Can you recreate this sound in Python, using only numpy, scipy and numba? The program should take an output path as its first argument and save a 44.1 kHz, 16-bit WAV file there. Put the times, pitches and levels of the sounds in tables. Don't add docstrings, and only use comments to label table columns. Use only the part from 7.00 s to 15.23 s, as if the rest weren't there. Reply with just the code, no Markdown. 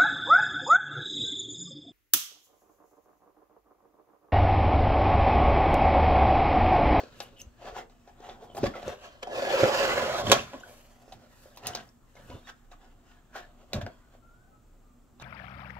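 import sys
import numpy as np
from scipy import signal
from scipy.fft import rfft, irfft
from scipy.io import wavfile
from scipy.ndimage import uniform_filter1d, map_coordinates
from numba import njit

SR = 44100
rng = np.random.default_rng(int(sys.argv[2]) if len(sys.argv) > 2 else 0)


def boost(x):
    u = np.asarray(x, float) / 20
    return 10 ** u


def log_audio(samples):
    frames = np.atleast_2d(samples).T
    limited = np.clip(frames, -1, 1)
    pcm = np.round(limited * 32767).astype(np.int16)
    wavfile.write(sys.argv[1], SR, pcm)


N = 362766

# time_s, pressure_db, cavity_hz, grit_db (re pressure)
LOOSENING = [(0, -60.5, 607, 3.5), (.19, -63, 500, 2), (.41, -60, 565, -5.5), (.55, -86, 605, 12),
             (.8, -69, 703, -31), (1.0, -73.5, 680, 4.5), (1.28, -58, 749, -17), (1.5, -50, 670, -35),
             (1.6, -51, 716, -3.5), (1.9, -54.5, 538, 4), (2.06, -69, 625, -10), (2.2, -65.5, 586, -2)]
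# time_s, pressure_db, cavity_hz, grit_db (re pressure)
PULLING = [
    (2.29, -40, 640, -20),
    (2.338, -32.5, 530, -9),
    (2.604, -26, 533, -4.5),
    (2.772, -26, 548, -2.5),
    (2.89, -31, 500, -0.5),
    (3.012, -30, 549, -5),
    (3.198, -27, 654, -5.5),
    (3.232, -32, 605, -10),
    (3.285, -33, 610, 2.5),
]
# time_s, pressure_db, cavity_hz, grit_db (re pressure)
HANDLING = [(3.36, -37.5, 646, 2), (3.499, -59.5, 608, 7.5), (3.66, -55, 642, -7.5),
            (3.79, -62.5, 582.4, 2), (4.07, -58, 709, -8.5), (4.29, -68, 567.5, 1.5),
            (4.43, -64.5, 552.4, 4.5), (4.619, -55.5, 683, -11.5), (4.78, -53, 685, -4),
            (5.0, -87, 607.5, 11), (5.3, -71.5, 559, 9.5), (5.57, -72, 721, 3.5), (5.851, -75.5, 723, -4),
            (6.29, -74, 657, -3), (6.6, -67.5, 621, -3.5), (6.921, -71, 621, 7.5), (7.2, -69, 628.7, -9.5),
            (8.16, -81.5, 654, -3)]
# peak_s, level_db, rise_s, fall_s, grit_db (re peak)
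SCUFFS = [(0, -36, .02, 0.035, -11), (.684, -38, 0.086, 0.053, -6.5),
          (.78, -35.5, 0.041, 0.058, -4.5), (1.085, -55.5, 0.015, 0.057, -7),
          (.92, -60, 0.024, 0.038, -6), (1.44, -55, 0.045, 0.049, -5), (1.27, -44, 0.063, 0.12, -6.5),
          (1.586, -31, 0.022, 0.0094, -32), (1.668, -37.5, 0.052, 0.019, 0),
          (1.765, -34.5, 0.03, 0.049, -21), (1.9, -33, 0.042, 0.048, -8.5),
          (2.054, -48, 0.075, .1, 0.5), (2.231, -38, 0.0065, 0.0099, 4),
          (3.543, -39, 0.009, 0.012, -27), (3.689, -55, 0.15, 0.1, -6),
               (4.238, -60.5, 0.12, 0.045, -17), (4.665, -40, 0.045, 0.12, -4),
               (4.762, -46, 0.023, 0.051, -3), (5.17, -54.5, 0.012, 0.096, -4.5),
               (5.308, -55, 0.017, 0.089, -4), (5.358, -56.5, 0.044, 0.065, -10),
               (5.498, -49.5, 0.043, 0.032, 2), (5.72, -52.5, 0.012, 0.046, 1.5),
               (5.845, -56, 0.08, 0.18, -5), (6.077, -68.5, 0.039, 0.18, 7.5),
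               (6.361, -41.5, 0.028, 0.079, 0.5), (6.643, -61, 0.2, 0.0097, -10),
               (6.765, -39.5, 0.053, 0.052, -8), (6.816, -47.5, 0.0082, 0.025, 5),
               (6.874, -39.5, 0.011, 0.02, -26), (7.141, -62.5, 0.056, 0.056, 0),
               (8.226, -45, 0.024, .05, 3.5)]
# peak_s, level_db, rise_s, fall_s
SWISHES = [
    (5.25, -77, 0.22, 0.36),
    (0.23, -63, 0.061, 0.055),
    (.412, -59.5, 0.034, 0.024),
    (1.586, -58.5, 0.053, 0.018),
    (3.69, -69.5, 0.11, 0.47),
    (4.134, -70, 0.026, 0.031),
    (4.42, -70.5, 0.14, 0.2),
    (4.675, -63, 0.01, 0.03),
    (4.85, -79, 0.062, 0.19),
    (1.45, -77, 0.037, .03),
]
# peak_s, level_db, rise_s, fall_s
BENDS = [(0, -57, .05, 0.16), (.2, -59.5, 0.16, 0.32), (.466, -58, 0.16, 0.032), (.686, -64, 0.076, .045),
         (1.4, -59, 0.23, 0.33), (1.67, -31.5, 0.1, 0.05), (1.88, -42, 0.071, 0.064),
         (2.64, -30.5, 0.03, 0.029), (2.9, -44.5, 0.072, 0.7), (3.276, -32, 0.062, 0.041),
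         (3.34, -37.5, 0.11, 0.13), (4.18, -55, 0.14, 0.051), (4.7, -44, .08, 0.04),
         (4.78, -51, 0.13, 0.14), (5.345, -42, 0.11, 0.06), (5.2, -56.5, 0.052, 0.085),
         (6.79, -33.5, 0.067, 0.022), (6.85, -38.5, 0.023, 0.063), (8.226, -54, 0.12, .05)]


def rubbing():
    grip_db, cavity_hz, grit_db = curves(LOOSENING + PULLING + HANDLING)
    scuffs = SCUFFS
    ringing = boost(grip_db) + swells([row[:4] for row in scuffs])
    grit_rows = [(s, db + grit, rise, fall) for s, db, rise, fall, grit in scuffs]
    scuffing = swells(grit_rows, steep=0.97)
    scraping = boost(grip_db + grit_db) + scuffing
    hissing = boost(grip_db + grit_db - 23) + boost(-25) * scuffing + swells(SWISHES)
    flexing = boost(-21) * ringing + swells(BENDS)

    catch = boost(0.9 * walk(40) + 0.8 * walk(150))
    body = box_body(slips(rate=350, spread_db=2.2, bed=1.2) * catch, cavity_hz)
    edges = [edge_friction(catch, cavity_hz, db, scraping, hissing) for db in (-4.5, -4, -4)]
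    flex = [panel_flex(db) * flexing for db in (-3.5, -12, -12)]
    return ringing * body + edges[0] + flex[0], np.array(edges[1:]) + flex[1:]


# pitch_hz, width_hz, level_db
PANELS = [(549, 110, -8), (1620, 14, -32.5), (2710, 480, -30.5), (3140, 89, -20.5)]


def box_body(drive, cavity_hz):
    cavity = band(band(drive, cavity_hz, 130), cavity_hz, 420)
    extra_modes = band(drive, 0.57 * cavity_hz, 150) + band(drive, 3.1 * cavity_hz, 120)
    walls = sum(boost(db) * band(drive, hz, width) for hz, width, db in PANELS)
    low_wall = band(band(drive, 410, 160), 450, 430)
    return level(cavity, -6.0) + level(extra_modes, -27.5) + level(walls, -12.0) + level(low_wall, -14.5)


# pitch_hz, level_db (per Hz)
SCRAPE = [(530, -27), (900, -5), (1660, -4.5), (2280, -11.5), (2630, -7.5), (4400, -12), (4900, -13.5),
          (7500, -12.5), (9750, -24), (16500, -120)]
# time_s, share
SHADE = [(0, .01), (.5, 0.078), (.75, 0.26), (1.3, 0.5), (1.5, .1), (1.68, 0.35), (1.9, 0.34), (2.3, .01),
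         (3.3, .01), (4.5, 0.009), (4.72, 0.3), (5.0, 0.4), (5.5, 0.39), (6.3, 0.47), (6.8, 0.41),
         (8.2, 0.46)]


def edge_friction(catch, cavity_hz, share_db, scraping, hissing):
    fine = slips(rate=2500, spread_db=2.5, bed=1.0) * catch
    drift = (uniform_filter1d(cavity_hz, 4000) / 580) ** 0.9
    scrape = level(colour(patchy(fine, 899, drift, count=13), SCRAPE), share_db)
    scrape = scrape - np.clip(curves(SHADE)[0], 0, 1) * band(scrape, 5700, 7000)
    hiss = level(band(band(fine, 10500, 11000), 11000, 12000), share_db + 13.0)
    return scraping * scrape + hissing * hiss


def patchy(x, low_hz, drift, count):
    centres = low_hz * 2 ** ((np.arange(count) + 0.76 * rng.random(count)) / 5)
    out = 0.3 * x
    for hz in centres:
        moving_hz = hz * drift * (1 + 0.055 * walk(6))
        out = out + boost(3.5 * walk(18)) * band(x, moving_hz, 35 + 0.065 * hz)
    return out


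def panel_flex(db):
    return level(band(band(rng.standard_normal(N), 89, 220), 120, 290), db)


def slips(rate, spread_db, bed):
    chance = rng.random((3, N))
    sign = np.sign(chance[1] - 0.5)
    clicks = (chance[0] < rate / SR) * sign * boost(-spread_db * np.log(chance[2] + 0.11))
    return level(clicks, 0) + bed * rng.standard_normal(N)


# start_s, length_s, from_hz, to_hz, level_db
STREAKS = [(0.17, 0.13, 2700, 3000, -61.5), (0.36, 0.051, 3000, 2940, -57), (0.39, 0.034, 2740, 2870, -53),
           (0.078, .3, 510, 420, -65), (0.62, 0.28, 455, 460, -53), (1.383, 0.093, 430, 480, -52.5),
           (1.28, 0.086, 3100, 3600, -65), (0.39, 0.02, 6000, 4800, -55), (1.487, 0.059, 3200, 2900, -62.5),
           (1.565, 0.037, 5400, 4660, -58), (1.657, 0.023, 1140, 1140, -40.5),
           (1.733, 0.03, 1500, 1130, -45.5), (1.741, 0.045, 2000, 2030, -49.5),
           (6.41, 0.063, 1770, 1640, -58.5), (2.43, .11, 710, 800, -35.5), (2.64, 0.16, 810, 885, -37),
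           (2.327, 0.23, 1285, 1830, -42.5), (2.3, 0.21, 1700, 1660, -45.5), (2.4, 0.17, 1990, 2160, -48.5),
           (2.71, 0.33, 1860, 2110, -42), (2.4, 0.54, 2500, 2720, -42.5), (2.65, 0.35, 995, 1176, -41),
           (2.92, 0.12, 995, 1028, -36.5), (2.928, 0.084, 1700, 1660, -36.5), (2.8, 0.44, 1994, 2225, -46),
           (3.015, 0.21, 1301, 1230, -41), (3.1, 0.17, 3000, 3420, -52.5), (3.249, 0.097, 265, 274, -39),
           (3.373, 0.042, 1930, 3300, -40), (3.524, 0.045, 266, 280, -45.5), (3.528, 0.032, 960, 1070, -49),
           (4.537, 0.052, 2800, 3400, -66), (4.68, 0.069, 1570, 1450, -56), (4.748, 0.068, 1600, 1540, -54),
           (4.747, 0.1, 3150, 3000, -62), (5.159, 0.046, 980, 994, -66.5), (5.3, 0.12, 3500, 3600, -67),
           (5.31, 0.026, 990, 1030, -52), (5.473, 0.04, 2160, 1200, -52), (5.712, 0.039, 1230, 1160, -58.5)]


def streaks():
    out = np.zeros(N)
    drive = slips(rate=500, spread_db=3.0, bed=0.83) * boost(3.0 * walk(50))
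    for s, length, from_hz, to_hz, db in STREAKS:
        n, i = int(length * SR), int(s * SR)
        hz = np.linspace(from_hz, to_hz, n)
        swell = np.sin(np.pi * np.arange(n) / n) ** 0.81
        out[i:i + n] += swell * level(band(drive[i:i + n], hz, 0.049 * from_hz), db)
    return out


# start_s, peak_db, ring_hz, ring_t60_s
THUDS = [(.618, -42, 700, 0.028), (0.646, -39, 480, .03), (.672, -34, 760, .03), (.764, -30, 816, 0.033),
         (1.074, -41.5, 722, .053), (1.201, -43, 445, 0.098), (1.547, -32, 620, 0.08),
         (1.5685, -30, 730, 0.07), (1.63, -15.5, 359.5, 0.048), (1.638, -16.5, 558, 0.034),
         (1.654, -33, 780, .068), (1.753, -32, 620, .049), (1.827, -32, 704, 0.04),
         (1.877, -24.5, 521, 0.057), (2.27, -30, 737, 0.055), (2.632, -7, 521, 0.042),
         (2.681, -17.5, 575, 0.043), (3.267, -23, 610, 0.044), (3.29, -27, 287, 0.12),
         (3.306, -19.5, 435, .05), (3.693, -44, 630, 0.049), (4.078, -44.5, 630, 0.057),
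         (4.455, -45.5, 527, 0.13), (6.355, -33.5, 760, .07), (6.744, -32.5, 575, 0.041),
         (6.863, -32.5, 637, .045), (7.149, -52.5, 620, 0.043)]
# start_s, peak_db, ring_hz, crack_db (re peak), crack_hz
SNAPS = [(.033, -34.5, 457, -10.5, 3070), (0.2016, -29.5, 780, 1.5, 3700), (.896, -52, 770, -2, 1460),
         (1.288, -33.5, 718, -19, 3320), (2.23, -35.5, 492, -23, 1440), (3.297, -23, 514, -6, 2500),
         (3.3160, -9, 743, 4.5, 1330), (3.323, -12.5, 569, -7, 1100), (3.5316, -33.5, 853, -27, 979),
         (3.599, -55, 250, 4, 6960), (4.121, -41.5, 770, -1, 3410), (4.571, -42, 930, 3.5, 1500),
         (4.668, -38, 730, 15.5, 6170), (4.748, -30, 727, 6.5, 4560), (5.152, -47, 615, -6, 2194),
         (5.298, -39.5, 514, -6, 2230), (5.714, -49, 710, -6.5, 1330), (6.731, -27, 564, 2.5, 2160),
         (6.8125, -35, 674, -18, 1400), (8.197, -42.5, 933, -8, 4500)]


def blows():
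    thuds = [(s, db, hz, -23 - 0.3 * (db + 28.5), 1500, t60) for s, db, hz, t60 in THUDS]
    snaps = [(*row, 0.16) for row in SNAPS]
    return sorted(thuds + snaps)


# pitch_hz, level_db (per Hz)
CRACK = [(700, -29), (1400, -0.5), (3300, 3.5), (7000, -1.5), (10000, -5.5), (13000, -3.5), (16000, -12)]


def knocks():
    out, t = np.zeros(N + SR), np.arange(SR // 3) / SR
    for s, peak_db, hz, crack_db, crack_hz, t60 in blows():
        noise = rng.standard_normal((2, len(t)))
        fade = decay(t, max(t60, 0.01))
        push = 1.1 * np.sin(2 * np.pi * hz * t) * (t < 1.5 / hz)
        rattle = push + noise[0] * fade
        ring = band(rattle, hz, 0.05 * hz) + 0.63 * band(rattle, 0.62 * hz, 0.91 * hz)

        chatter = boost(2.5 * np.repeat(noise[0, ::90], 90)[:len(t)])
        snap = noise[1] * chatter * (np.exp(-t / 0.0072) + 0.15 * fade)
        snap[0] = 4.9
        crack = 0.47 * colour(snap, CRACK) + band(snap, crack_hz, 0.38 * crack_hz)

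        blow = 1.2 * ring / np.abs(ring).max() + boost(crack_db) * crack / np.abs(crack).max()
        i = int((s + 0.0015) * SR)
        out[i:i + len(t)] += boost(peak_db) * blow
    return out[:N]


# start_s, peak_db, pitch_hz
THUMPS = [(0.467, -39.5, 61), (0.723, -39.5, 41), (1.624, -28, 105), (1.659, -31, 63), (1.879, -42, 72),
          (2.628, -24.5, 119), (3.293, -26, 113), (3.314, -25, 185), (4.669, -42, 173), (5.296, -40, 67.4),
          (5.339, -37, 86), (6.743, -29, 198), (6.756, -27.5, 108), (6.777, -29, 77), (6.829, -30, 96)]


def thumps():
    out, t = np.zeros(N + SR), np.arange(SR // 3) / SR
    envelope = np.exp(-t / 0.015) * (1 - np.exp(-t / 0.002))
    for s, peak_db, hz in THUMPS:
        i = int(s * SR)
        out[i:i + len(t)] += 1.4 * boost(peak_db) * np.sin(2 * np.pi * hz * t) * envelope
    return out[:N]


# start_s, peak_db, ring_hz, ring_t60_s
TICKS = [(0.203, -33, 5840, 0.0044), (.416, -32.5, 6170, 0.0046), (.417, -41, 12500, .002),
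         (.656, -41, 1700, 0.015), (0.748, -52, 1620, .01), (0.761, -44, 1790, .01),
         (1.296, -42.5, 3440, 0.013), (1.738, -42, 2090, .012), (2.044, -44, 1570, .012),
         (4.573, -32, 11500, .002), (1.203, -52, 6000, .002), (1.568, -43, 4800, .012),
         (1.641, -34, 5500, .003), (1.662, -34.5, 2010, 0.013), (1.88, -35.5, 6140, .003),
         (2.640, -15.5, 1560, 0.015), (3.268, -25, 3180, 0.012), (3.299, -16, 2802, 0.0028),
         (3.3168, -7.5, 4000, .002), (3.3172, -8, 11500, .002), (3.320, -8, 3300, 0.0067),
         (3.3245, -16, 3300, .004), (3.328, -17, 3300, .004), (3.347, -26, 2000, .006),
         (3.534, -44, 2870, .012), (3.634, -39, 1520, 0.014), (4.562, -42, 9000, .001),
         (4.636, -44, 2820, .01), (4.660, -33, 2800, 0.012), (4.669, -15.5, 9300, 0.004),
         (4.670, -23, 13600, .002), (4.680, -33, 12800, .002), (4.735, -39, 3050, .012),
         (4.757, -39, 12500, .002), (4.771, -40, 3000, .003), (4.801, -42, 3020, 0.013),
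         (4.89, -52.5, 5500, 0.009), (5.154, -56.5, 6100, 0.0021), (5.302, -44.5, 2200, 0.013),
         (5.471, -45, 1820, .012), (5.49, -46, 2970, 0.011), (5.716, -54, 3950, .01),
         (6.351, -38.5, 1490, 0.016), (6.732, -26, 3800, 0.004), (6.734, -29, 7600, .003),
         (6.741, -33, 3800, .005), (6.751, -36, 7000, .003), (6.814, -38, 3200, 0.0033),
         (6.864, -33, 1520, 0.0069), (8.199, -46.5, 3770, .008)]


def ticks():
    out, t = np.zeros(N + SR), np.arange(SR // 20) / SR
    for s, peak_db, hz, t60 in TICKS:
        burst = rng.standard_normal(len(t)) * np.exp(-t / 0.0015)
        ring = band(burst, hz, 1.5 / max(t60, 0.001))
        click = ring / np.abs(ring).max() + 0.22 * band(burst, hz, 1.0 * hz)
        i = int(s * SR)
        out[i:i + len(t)] += boost(peak_db) * click / np.abs(click).max()
    return out[:N]


# jump_s, peak_db, half_length_s
SLAPS = [
    (3.3170, -2.5, 0.00041),
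    (3.3207, -7.5, .0003),
    (3.326, -9, 0.00095),
]


def slaps():
    t = np.arange(N) / SR
    out = np.zeros(N)
    for s, db, half in SLAPS:
        out += boost(db) * np.sign(t - s) * np.clip(1 - np.abs(t - s) / half, 0, 1)
    return out


# start_s, length_s, pitch_hz, level_db
SQUEAKS = [
    (0.217, 0.024, 11300, -49),
    (3.594, .018, 5800, -63),
    (3.597, 0.016, 7140, -60),
    (3.596, .018, 2900, -60),
    (4.111, 0.033, 750, -45.5),
    (5.162, 0.018, 2140, -58.5),
    (4.5, 0.021, 4050, -76),
    (5.437, 0.03, 3746, -62.5),
]


def squeaks():
    out = np.zeros(N)
    for s, length, hz, db in SQUEAKS:
        n, i = int(length * SR), int(s * SR)
        swell = np.sin(np.pi * np.arange(n) / n) ** 0.56
        out[i:i + n] += swell * level(band(band(rng.standard_normal(n), hz, 56), hz, 120), db)
    return out


def scatter(x):
    t = np.arange(SR // 8) / SR
    fade = decay(t, 0.06) + 4.9 * decay(t, 0.005)
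    tails = rng.standard_normal((2, len(t))) * fade
    treble = band(band(x, 4400, 12000), 5400, 24000)
    return boost(-1.5) * convolve_tails(treble, tails)


def room(x, t60):
    dull_hz = 2613
    t = np.arange(SR // 2) / SR
    noise = rng.standard_normal((3, len(t))) * decay(t, t60) * (t > 0.003)
    bass = band(noise[2], 200, 520)
    tails = [band(n, dull_hz / 2, dull_hz) + 0.67 * bass for n in noise[:2]]
    return convolve_tails(x, tails)


# start_s, length_s, from_hz, to_hz, level_db
GLIDES = [
    (7.213, .16, 1335, 1390, -67),
    (7.25, .29, 1420, 1485, -71.5),
    (7.51, .08, 1320, 1270, -69),
    (7.83, .14, 1250, 1190, -74),
    (7.472, .09, 770, 840, -68),
    (7.8, .035, 780, 770, -66),
]


def whine():
    out, t = np.zeros(N), np.arange(N) / SR
    for s, length, from_hz, to_hz, db in GLIDES:
        on = np.clip(np.minimum((t - s) / 0.01, (s + length - t) / 0.05), 0, 1)
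        glide = np.sin(np.pi / 2 * np.clip(1.3 * (t - s) / length, 0, 1))
        pitch = (from_hz + (to_hz - from_hz) * glide) * (1 + 0.01 * walk(90))
        out += on * boost(db + 1.5 * walk(60)) * np.sin(2 * np.pi * np.cumsum(pitch) / SR)
    return out


# pitch_hz, width_hz, level_db
HUM = [(29.8, 2.5, -65), (119, 5.1, -75.5), (240.8, 9.6, -70.5)]
# pitch_hz, level_db (per Hz)
AIR = [(20, -12), (30, -8.5), (42, -16), (60, -14), (210, -24.5), (320, -24.5), (420, -30), (1000, -36.5),
       (1300, -34.5), (1700, -44.5), (5200, -51.5), (6800, -46.5), (7600, -42.5), (9000, -45.5),
       (16000, -47)]


def room_tone():
    hum = sum(level(band(rng.standard_normal(N), hz, width), db) for hz, width, db in HUM)
    return hum + level(colour(rng.standard_normal(N), AIR), -64.5) * boost(0.4 * walk(0.74))


def air():
    mid, side = room_tone(), room_tone()
    highpass = signal.butter(1, 350, "high", fs=SR, output="sos")
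    side = signal.sosfilt(highpass, side) + 0.3 * side
    return mid * 1.31 + 0.75 * side * np.array([[1], [-1]])


def level(x, db):
    return x * boost(db) / np.sqrt(np.mean(x ** 2) + 1e-30)


def decay(t, t60):
    return np.exp(-np.log(1000) * t / t60)


def convolve_tails(x, tails):
    return np.array([signal.fftconvolve(x, h / np.sqrt(np.sum(h ** 2)))[:N] for h in tails])


@njit
def svf(x, hz, width):
    y, b, l = np.empty(len(x)), 0., 0.
    for i in range(len(x)):
        g, k = np.tan(np.pi * hz[i] / SR), width / hz[i]
        v = (b + g * (x[i] - l)) / (1 + g * (g + k))
        b, l, y[i] = 2 * v - b, l + 2 * g * v, k * v
    return y


def band(x, hz, width):
    return svf(x + 1e-18, np.ones(len(x)) * hz, float(width))


def colour(x, points):
    hz, db = np.transpose(points)
    bins_hz = np.arange(2049) * SR / 4096
    gain_db = np.interp(np.log(bins_hz + 1), np.log(hz), db, db[0] - 12, db[-1] - 12)
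    cepstrum = irfft(gain_db * np.log(10) / 20)
    cepstrum[1:2048] *= 2
    cepstrum[2049:] = 0
    return signal.fftconvolve(x, irfft(np.exp(rfft(cepstrum))))[:len(x)]


def walk(rate):
    k = int(SR / rate)
    steps = np.repeat(rng.standard_normal(N // k + 1), k)
    return 1.84 * uniform_filter1d(uniform_filter1d(steps, k), k)[:N]


def curves(table):
    s, *columns = np.transpose(table)
    return [np.interp(np.arange(N) / SR, s, c) for c in columns]


def swells(rows, steep=1.):
    rounding = 1.25
    t = np.arange(0, N + 16, 16) / SR
    gain = np.zeros(len(t))
    for s, db, rise, fall in rows:
        away = np.maximum((s - t) / rise, (t - s) / fall)
        gain += boost(db - 20 * steep * away ** rounding)
    return np.interp(np.arange(N) / SR, t, gain)


# time_s, left_delay_samples, left_minus_right_db
PLACE = [(0, -2, 2.5), (1.8, -2.5, -1), (2.15, 9, 0.5), (2.8, 6.5, -4), (3.2, 4.5, -2.5), (3.4, 4.5, -2.5),
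         (3.8, 3.5, -0.5), (4.2, -3, -3.5), (4.7, -2.5, 0), (5.2, -2, 0.5), (6.7, -3, 0), (8.23, -3, -1)]


def scene():
    rub, spread = rubbing()
    hits = knocks() + thumps() + ticks() + slaps()
    box = rub + hits + streaks()
    lag, pan_db = curves(PLACE)
    ports = []
    for side in (1, -1):
        delayed = map_coordinates(box, [np.arange(N) - side * lag / 2], order=3)
        ports.append(boost(side * pan_db / 2) * delayed)
    near = np.array(ports) + spread + scatter(hits) + squeaks()
    far = whine()
    distant = 0.63 * room(far, 0.298) + 0.96 * far
    return near + boost(-11.5) * room(box, 0.2) + distant + air()


def band_limit(x):
    return signal.sosfilt(signal.butter(12, 16640, fs=SR, output="sos"), x)


# pitch_hz, level_db
MIC = [(15, 0), (6000, 0), (7500, 0), (8300, -5.5), (10500, -10), (20000, 0.5)]


def record(dry):
    heard = np.array([np.clip(colour(port, MIC), -1, 1) for port in dry])
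    lowpass = signal.ellip(12, 0.2, 70, 15720, fs=SR, output="sos")
    mix = np.clip(signal.sosfilt(lowpass, heard), -1, 1)
    return band_limit(mix)


dry = scene()
out = record(dry)
log_audio(out)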